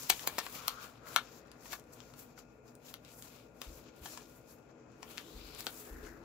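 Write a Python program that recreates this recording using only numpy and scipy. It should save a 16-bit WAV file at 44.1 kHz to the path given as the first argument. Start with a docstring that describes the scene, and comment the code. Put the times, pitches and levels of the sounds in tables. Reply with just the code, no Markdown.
"""A sheet of paper is folded and creased by hand on a desk, left of a close pair of microphone ports.
Buckles snap over as swarms of fibre cracks that ring the sheet; lone fibres tick.
Fingers rub it as bands of grainy noise, and a hollow scrape glides; wrists bump the desk top's modes.
A small room answers snaps and ticks, over the air noise, hum and thin whine of its ventilation."""
import sys
import numpy as np
from scipy import signal
from scipy.fft import rfft, irfft, next_fast_len
from scipy.io import wavfile
from scipy.ndimage import uniform_filter1d

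SR = 44100
rng = np.random.default_rng(int(sys.argv[2]) if len(sys.argv) > 2 else 0)


def persist_wave(psi):
    """Save psi, clipped to +-1, as 16-bit WAV."""
    counts = np.round(np.clip(psi, -1, 1) * 32767).astype(np.int16)
    wavfile.write(sys.argv[1], SR, np.atleast_2d(counts).T)


def voltage_ratio(level):
    """Linear amplitude factor for a level in decibels (scalar or array-like)."""
    return 10 ** (np.asarray(level, float) / 20)


N = 275217  # samples
SIZE = next_fast_len(N)
HZ = np.maximum(np.arange(SIZE // 2 + 1) * SR / SIZE, 1.)
TIME = np.arange(N) / SR  # seconds

# How alike the two ports hear hands, sheet and desk. Each row: frequency in Hz, likeness from 0 to 1.
CONTACT_ALIKE = [(200, 0.75), (700, 0.74), (1500, 0.12), (4000, 0.12), (12000, 0.051)]


def read(table):
    """Value of a (Hz, value) table at every frequency, interpolated over log frequency."""
    hz, value = np.transpose(table)
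    return np.interp(np.log(HZ), np.log(hz), value)


def band(x, lo_hz, hi_hz):
    """Causal band-pass."""
    edges_hz = [lo_hz, min(hi_hz, .45 * SR)]
    return signal.sosfilt(signal.butter(2, edges_hz, "band", fs=SR, output="sos"), x)


def ring(x, hz, t60):
    """One damped mode dying 60 dB in t60 seconds; peak gain of a click near 1."""
    pole = np.exp(2j * np.pi * hz / SR - np.log(1000) / (t60 * SR))
    return signal.lfilter([1], [1, -pole], x).imag


def peak(hz, width):
    """Gain of a resonance, width in Hz."""
    return 1 / np.sqrt(1 + (2 * (HZ - hz) / width) ** 4)


def walk(rate):
    """Random levels held 1 / rate seconds and slewed twice; spread near 1."""
    hold = int(SR / rate)
    steps = np.repeat(rng.standard_normal(N // hold + 1), hold)
    return 1.6 * uniform_filter1d(uniform_filter1d(steps, hold), hold)[:N]


def fibres(spread_db):
    """Dense slips of paper fibres: most are tiny, a few stand out."""
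    size = np.minimum(rng.exponential(size=N // 8 + 1), 5.5)
    return rng.standard_normal(N) * voltage_ratio(spread_db * size.repeat(8)[:N])


def spread(gain, alike, source):
    """A wide source at two ports: a shared part and a part of opposite sign, coloured by gain; mean rms 1."""
    # Tilt between the ports. Each row: frequency in Hz, left minus right in dB.
    left_db = [(60, 3.4), (200, 2.7), (500, 6.2), (1290, 8), (2400, 7.8), (4400, 10.1), (8000, 9.5),
               (15000, 0.52)]
    c = np.clip(read(alike), 0, 1)
    mid, side = (rfft(source(), SIZE) * gain for _ in range(2))
    mid, side = np.sqrt(1 + c) * mid, np.sqrt(1 - c) * side
    tilt = voltage_ratio(read(left_db) / 2)
    pair = irfft(np.array([(mid + side) * tilt, (mid - side) / tilt]), SIZE)[:, :N]
    return pair / np.sqrt(np.mean(pair.mean(axis=0) ** 2))


def ventilation():
    """Steady air noise, narrow bands of hum and a thin motor whine that wavers in pitch and level."""
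    # Colour of the air noise. Each row: frequency in Hz, relative density in dB per Hz.
    air_tone = [(25, -27), (53, -2), (92, -14), (117, -1), (200, -9), (250, -3), (360, -20), (476, -4.5),
                (1230, -23.5), (1940, -33.5), (2550, -20.5), (3200, -52.5), (7500, -36.5), (8500, -64)]
    # Motor and duct hum. Each row: centre in Hz, width in Hz, level in dB.
    hum = [(119.1, 4.6, -74), (246.5, 11, -70.5), (433.4, 5.5, -74)]
    # How alike the ports hear the air. Each row: frequency in Hz, likeness from 0 to 1.
    air_alike = [(60, 0.81), (130, 0.97), (290, 0.89), (640, 0.49), (1400, .05)]
    air_db, whine_db, whine_hz = -60.5, -74, 1418

    def noise():
        return rng.standard_normal(N)

    air = spread(voltage_ratio(read(air_tone)), air_alike, noise) * voltage_ratio(air_db + 0.13 * walk(6))
    whine_level = voltage_ratio(whine_db + 1.4 * walk(9.3))
    whine = whine_level * np.sin(2 * np.pi * np.cumsum(whine_hz + 3 * walk(12)) / SR)
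    whine_pair = whine * voltage_ratio(np.array([[3.], [-3.]]))  # dB at left, right
    hums = sum(voltage_ratio(db) * spread(peak(hz, width), air_alike, noise) for hz, width, db in hum)
    return air + whine_pair + hums


def desk():
    """Soft pushes ring the deep modes; dragging hands keep the panel resonances murmuring."""
    # Wrist bumps. Each row: start in seconds, peak in dB before the port tilt, push in ms, ring T60 in seconds.
    bumps = [(0.093, -43, 31, 0.27), (3.659, -35, 25.2, 0.49), (4.008, -45.5, 4.3, 0.11),
             (5.34, -34.5, 26, 0.36), (5.429, -41.5, 26.7, 0.97), (5.901, -32, 25.8, 0.52),
             (6.018, -34, 30, 0.95)]
    # Deep modes of the desk. Each row: frequency in Hz, relative gain in dB.
    modes = [(46.6, -19.5), (69.6, -5)]
    # Panel resonances. Each row: frequency in Hz, width in Hz.
    panel_modes = [(243, 13), (321, 55), (426, 28)]
    # Hand weight dragging on the top. 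Each row: time in seconds, level in dB before a 6.5 dB cut.
    weight = [(0.0, -69), (0.29, -59.5), (0.62, -63.5), (2.0, -58), (3.3, -63.5), (3.81, -55), (4.14, -56),
              (4.45, -60), (4.73, -58), (5.39, -51.5), (5.7, -58), (6.0, -45), (6.24, -55.5)]
    deep = np.zeros(N)
    for s, db, ms, t60 in bumps:
        u = np.clip((TIME - s) * 1000 / ms, 0, 1)
        push = np.sin(np.pi * u) ** 2
        sway = sum(voltage_ratio(g) * ring(push, hz, max(t60, .02)) for hz, g in modes)
        deep = deep - voltage_ratio(db) * sway / np.abs(sway).max()
    panel = sum(peak(hz, width) for hz, width in panel_modes)
    drag_level = voltage_ratio(np.interp(TIME, *np.transpose(weight)) - 6.5)
    drag = spread(panel, CONTACT_ALIKE, lambda: fibres(0.71)) * drag_level
    return drag + deep * voltage_ratio(np.array([[1.2], [-1.2]]))  # dB at left, right


def hollow():
    """Air under the flap: fibre noise on a gliding centre, read faster as it rises, so the band widens."""
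    # Hollow band of the scrape, gliding as the hand moves. Each row: time in seconds, centre in Hz, level in dB.
    glide = [(0.45, 1198, -70), (0.602, 1239, -55.5), (0.849, 1343, -55), (0.971, 1332, -82),
             (1.077, 1278, -53), (1.2, 1435, -72), (2.861, 3327, -104.5), (2.886, 3382, -57),
             (2.919, 3583, -100), (5.02, 2877, -85), (5.08, 2975, -67.5), (5.25, 3395, -65.5),
             (5.502, 4604, -63.5), (5.631, 4030, -59), (5.72, 2215, -100), (5.877, 1678, -66),
             (6.089, 1700, -60), (6.2, 1567, -70)]
    width = 0.32  # share of the centre
    s, hz, db = np.transpose(glide)
    cycles = np.cumsum(np.interp(TIME, s, hz)) / SR

    def source():
        slow = band(fibres(1.8) + 1j * fibres(3.2), 5.6, width * max(hz) / 2)
        return (np.interp(cycles / max(hz), TIME, slow) * np.exp(2j * np.pi * cycles)).real

    level = voltage_ratio(np.interp(TIME, s, db, left=-120, right=-120))
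    return spread(1, CONTACT_ALIKE, source) * level


def touch():
    """Gains of dull rasp, bright rasp and sizzle: lasting contact plus swelling strokes, summed as power."""
    # Hands in lasting contact with the sheet. Each row: time in seconds, rub in dB, fingertip sizzle in dB,
    # bright minus dull rasp in dB.
    contact = [(0.0, -53.5, -51.5, 2.5), (0.24, -54, -56, -4), (0.37, -65, -61.5, -15),
               (0.75, -60.5, -64, -3), (0.98, -73, -106, -9), (1.386, -64, -66, 4),
               (1.44, -77.5, -88.5, -6), (1.62, -69, -80, 11.5), (1.82, -82.5, -101, -6.5),
               (3.04, -82.5, -81.5, 0.5), (3.051, -66, -71, -8), (3.19, -68.5, -60.5, 16),
               (3.235, -62.5, -60.5, -2), (3.4, -68, -72, -2.5), (3.53, -82.5, -90, -3.5),
               (3.779, -63.5, -63.5, 2.5), (3.96, -71.5, -97, -9), (4.4, -77, -80, 1),
               (4.869, -80, -100.5, 11), (5.071, -68.5, -63.5, -2), (5.25, -69, -67, 2),
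               (5.56, -59, -63.5, -13), (5.65, -68, -59, -21), (5.775, -60, -54, 0),
               (5.9, -66.5, -62, -2.5), (6.24, -78, -89, -2)]
    # Short finger strokes. Each row: peak time in seconds, rub in dB, sizzle minus rub in dB,
    # bright minus dull rasp in dB, time within 10 dB of the peak in ms.
    strokes = [(0.453, -53, -1.5, -14, 151), (0.558, -48, -4, 0, 112), (0.833, -55, -3, -5.5, 101),
               (1.086, -52.5, -1.5, 3, 39), (1.148, -57, 0.5, -11, 118.5), (1.678, -52.5, -3, 7, 94),
               (1.721, -49, 1.5, 0, 39), (1.935, -60, 5, 11, 21), (2.03, -66.5, -4, 3, 317),
               (2.198, -63, 6.5, -1.5, 64), (2.391, -57.5, -4.5, 7, 33.5), (2.684, -65.5, -5.5, 6, 55),
               (2.892, -60, -1, -1, 90), (3.636, -59, -1.5, -1, 96), (4.072, -54.5, 3, 6, 104),
               (4.135, -56.5, -2, 4, 155), (4.293, -71.5, 5, 20, 60), (4.364, -77.5, 10, 11, 59),
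               (4.509, -66.5, 4, 9, 77.5), (5.103, -61.5, -10, -4, 123), (5.597, -52, 1, -20, 35),
               (6.077, -63.5, 0, 3, 107)]
    swell_share = 0.39  # part of a stroke's length spent swelling, the rest fading

    def powers(rub_db, sizzle_db, bright_db):
        bright = 1 / (1 + voltage_ratio(-bright_db) ** 2)
        rub = voltage_ratio(rub_db) ** 2
        return np.array([rub * (1 - bright), rub * bright, voltage_ratio(sizzle_db) ** 2])

    s, *columns = np.transpose(contact)
    total = powers(*(np.interp(TIME, s, c) for c in columns))
    for s, db, sizzle_db, bright_db, ms in strokes:
        near = slice(max(int((s - ms / 250) * SR), 0), int((s + ms / 250) * SR))
        u = (TIME[near] - s) * 1000 / ms
        down_db = 10 * np.maximum(-u / swell_share, u / (1 - swell_share))
        total[:, near] += powers(db, db + sizzle_db, bright_db)[:, None] * voltage_ratio(-down_db) ** 2
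    return np.sqrt(total)


def slide():
    """Rubbing fibres heard through the sheet: rasp, a fine sizzle and flexing of the whole sheet."""
    # Colours of rasp, fingertip sizzle and flexing. Each row: frequency in Hz, relative density in dB per Hz.
    rub_tone = [(1500, -11), (2400, 9), (3000, 5), (5100, 4.5), (7500, 4), (8500, -53.5)]
    sizzle_tone = [(4410, -17.5), (7500, 0.5), (8730, -6), (11400, 2.5), (15600, 3.5), (16100, -43.5)]
    flex_tone = [(500, 6), (800, 4.5), (1200, 6), (1600, 2.5), (2200, -5), (3000, -29)]
    # The whole sheet slowly bending. Each row: time in seconds, level in dB before rubbing and grip.
    bending = [(0.0, -117), (0.28, -53), (0.48, -78), (0.73, -70), (1.23, -64.5), (2.5, -73), (4.55, -72.5),
               (5.0, -68.5), (5.82, -67.5), (6.24, -63)]
    dull, bright, fizz = touch()
    grip = voltage_ratio(1.5 * walk(40) + .8 * walk(300))  # skin catches and lets go, slowly and as grit

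    def grains(tone, part, spread_db):
        return spread(voltage_ratio(read(tone)) * np.sqrt(part), CONTACT_ALIKE, lambda: fibres(spread_db))

    upper = 1 / (1 + (4800 / HZ) ** 8)  # bright rasp lies above 4800 Hz
    rub = sum(grains(rub_tone, part, 2.56) * gain * voltage_ratio(1.7 * walk(22.1))
              for part, gain in ((1 - upper, dull), (upper, bright)))
    top = 1 / (1 + (10500 / HZ) ** 8)  # the two halves of the sizzle flicker apart
    sizzle = fizz * sum(grains(sizzle_tone, part, 1.8) * voltage_ratio(db + 1.5 * walk(25))
                        for part, db in ((1 - top, -4.0), (top, -2.2)))
    # all rubbing, lasting or quick, bends the sheet too, on top of its slow flexing
    bend = voltage_ratio(np.interp(TIME, *np.transpose(bending))) + voltage_ratio(-5.5) * np.hypot(dull, bright)
    flex = grains(flex_tone, 1, 2.24) * bend
    return (rub + flex + sizzle) * grip


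def ticks():
    """Each tick is a few sharp cracks within a millisecond or two."""
    # Lone fibres letting go. Each row: start in seconds, peak in dB at the sheet, centre in Hz.
    lone_fibres = [(0.033, -31, 7000), (0.1945, -31, 4000), (0.401, -28.5, 3500), (1.4727, -53.5, 5000),
                   (1.516, -38.5, 6330), (1.797, -39, 7800), (1.84, -50, 7000), (2.753, -42.5, 9000),
                   (3.049, -43.5, 5000), (3.2238, -34.5, 6000), (3.964, -48, 10000), (4.919, -57.5, 6000),
                   (5.175, -32, 4480), (5.549, -34.5, 6030)]
    out, t = np.zeros(N), np.arange(256) / SR
    for s, db, hz in lone_fibres:
        cracks = rng.standard_normal(256) * voltage_ratio(5 * rng.exponential(size=256)) * np.exp(-t / 0.0007)
        cracks[0] = np.abs(cracks).max()
        tick = band(cracks, 0.42 * hz, 1.7 * hz)
        i = int(s * SR)
        out[i:i + 256] += voltage_ratio(db) * tick / np.abs(tick).max()
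    return out


def snaps():
    """Each buckle flips with a jolt inside a short swarm of fibre cracks; both ring the sheet."""
    # Buckles snapping over. Each row: time of the swarm's crest in seconds, peak of the jolt in dB at the sheet,
    # sheet ring against it in dB, fine tearing treble against it in dB, rise of the swarm in ms
    # (held within 0.15 to 5), nominal sheet ring in Hz.
    buckles = [(0.1007, -7.5, -11, -1, 1.38, 1016), (0.1036, -6.5, -20, -12.5, 1.3, 2330),
               (0.275, -16, -6.5, -0.5, 1.6, 1040), (0.3838, -20.5, -33, -21, 1.11, 724),
               (0.386, -32, 9, 9.5, 2.3, 1030), (0.3896, -19.5, -9.5, -8.5, 2.1, 1190),
               (0.4658, -25, -1.5, -20.5, 0.61, 1230), (0.6815, -13.5, -8.5, -3.5, 0.85, 1204),
               (1.0708, -48, 6, -1.5, 2.6, 1294), (1.1624, -6.5, -0.5, -7.5, 0.51, 1370),
               (1.659, -51.5, 9.5, -13.5, 3.7, 1240), (1.7324, -33, 3.5, -2, 3.7, 1175),
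               (2.004, -34.5, -12, -16, 0.34, 1380), (2.139, -43.5, -3.5, -12, 2.2, 1495),
               (2.379, -58.5, 15.5, -15.5, 2.04, 1410), (2.941, -28, -7, -3.5, 0.68, 1500),
               (3.6161, -34, -29, -6.5, 0.61, 1230), (3.6177, -23.5, -14, -7, 0.6, 1260),
               (4.0596, -34, -2, -6, 3.5, 900), (4.1757, -30.5, -6, -9.5, 2.46, 1030),
               (5.03, -29.5, -4, -23, 0.93, 1140), (5.1806, -20.5, -23, -18, 0.094, 2200),
               (5.607, -25.5, -20, -2.5, 1.4, 2340), (5.6682, -15.5, -9.5, -14.5, 0.41, 1540),
               (6.069, -47.5, 7.5, -15, 1.2, 1530)]
    # Modes of the sheet. Each row: multiple of the ring, nominal relative gain in dB, ring T60 in seconds.
    sheet_modes = [(1, 11.5, 0.012), (1.3, 6, 0.011), (1.5, 5.5, 0.016), (1.75, 4.5, 0.015)]
    # Air squeezed from under a fold that slaps shut. Each row: time in seconds, peak in dB at the sheet.
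    slaps = [(0.1021, -30), (0.2742, -31), (0.383, -28.5), (3.6163, -41), (4.0567, -42), (5.6699, -32)]
    creak_ms, creak_db = 3.8, -11  # fibres creak in before the flip, less before a short one
    lead = 600  # samples of creak before the swarm
    out, early = np.zeros(N + 4096), (np.arange(4096) - lead) / SR
    t = np.maximum(early, 0)
    for s, db, ring_db, fine_db, ms, ring_hz in buckles:
        tau = np.clip(ms, .15, 5) / 1000
        creak = voltage_ratio(creak_db) * np.exp(early * 1000 / creak_ms) * min(ms, 1) ** 2 * (early < tau)
        cracks = rng.standard_normal(4096) * voltage_ratio(4 * rng.exponential(size=4096)) / 3
        swarm = cracks * ((t / tau) ** 2 * np.exp(2 - 2 * t / tau) + creak)
        flip = 0.42 * np.exp(-((early - 0.708 * tau) / .00005) ** 2)
        # a short buckle is mostly one clean jolt
        jolt = swarm + 2 * flip / flip.max() / max(tau * 1000, .5)
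        # the flip rings the sheet more than the cracks do
        push = band(flip + .15 * swarm, 800, 4000)
        place = rng.standard_normal((len(sheet_modes), 2))  # every buckle sits elsewhere on the sheet
        sheet = sum(voltage_ratio(g + 2 * a) * ring(push, ring_hz * multiple * (1 + 0.052 * b), t60)
                    for (multiple, g, t60), (a, b) in zip(sheet_modes, place))
        tearing = band(swarm, 10000, 15800)
        parts = ((band(jolt, 1700, 8000), 0), (sheet, ring_db), (tearing, fine_db))
        i = int((s - tau) * SR) - lead
        out[i:i + 4096] += voltage_ratio(db) * sum(voltage_ratio(g) * p / np.abs(p).max() for p, g in parts)
    puff = band(np.exp(-(early / 0.00015) ** 2), 190, 880)
    for s, db in slaps:
        i = int(s * SR) - lead
        out[i:i + 4096] += voltage_ratio(db) * puff / np.abs(puff).max()
    return out[:N]


def ports(x):
    """A point source reaches the two microphone ports with unequal level and phase."""
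    # Level at the ports. Each row: frequency in Hz, left minus right in dB.
    louder_left = [(1300, 6.8), (2400, 16), (4400, 8.6), (8000, 6), (13000, 2.5)]
    # Phase at the ports. Each row: frequency in Hz, lead of the left in radians.
    left_lead = [(400, 0), (1400, -.2), (2800, -1.2), (8000, -1.6)]
    half = voltage_ratio(read(louder_left) / 2) * np.exp(.5j * read(left_lead))
    pair = np.array([half, 1 / half])
    pair = pair / np.sqrt(np.mean(np.abs(pair) ** 2, axis=0))
    return irfft(rfft(x, SIZE) * pair, SIZE)[:, :N]


def room(x):
    """A few early echoes, then a dense tail whose treble dies first; the ports share most of the dull part."""
    # Nearby hard surfaces. Each row: least delay in ms, level in dB.
    surfaces = [(5.2, -17.5), (8, -15.5), (13.5, -20.5)]
    t60, tail_db = 0.15, -9.5  # seconds for the dull part; energy of the tail against the direct sound
    t = np.arange(int(.4 * SR)) / SR
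    fade = -np.log(1000) / t60 * t
    noise = rng.standard_normal((2, 2, len(t)))
    dull = band(noise[0, 0] + 0.44 * noise[0], 200, 4000) * np.exp(fade)
    bright = voltage_ratio(3.5) * band(noise[1], 2400, 13000) * np.exp(1.46 * fade)
    tail = (dull + bright) * np.clip(t / 0.0037, 0, 1)
    tail = voltage_ratio(tail_db) * tail / np.sqrt(np.sum(tail ** 2, axis=1, keepdims=True))
    for ms, db in surfaces:
        late = ms / 1000 + 0.00053 * rng.random((2, 1))  # a little apart at the two ports
        echo = np.exp(-((t - late) / .00004) ** 2)
        tail = tail + voltage_ratio(db) * echo / echo.sum(axis=1, keepdims=True)
    return signal.fftconvolve(x, tail, axes=1)[:, :N]


def scene():
    """Hands, paper and desk in the room."""
    near = ports(snaps() + ticks())
    return near + room(near) + slide() + hollow() + desk() + ventilation()


def top_cut(x):
    """Nothing passes above the cut-off."""
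    return signal.sosfilt(signal.butter(12, 16790, fs=SR, output="sos"), x)


def record(dry):
    """The microphone loses the deepest bass, below 44 Hz."""
    thin = signal.sosfilt(signal.butter(4, 44, "high", fs=SR, output="sos"), dry)
    return top_cut(thin)


dry = scene()
out = record(dry)
persist_wave(out)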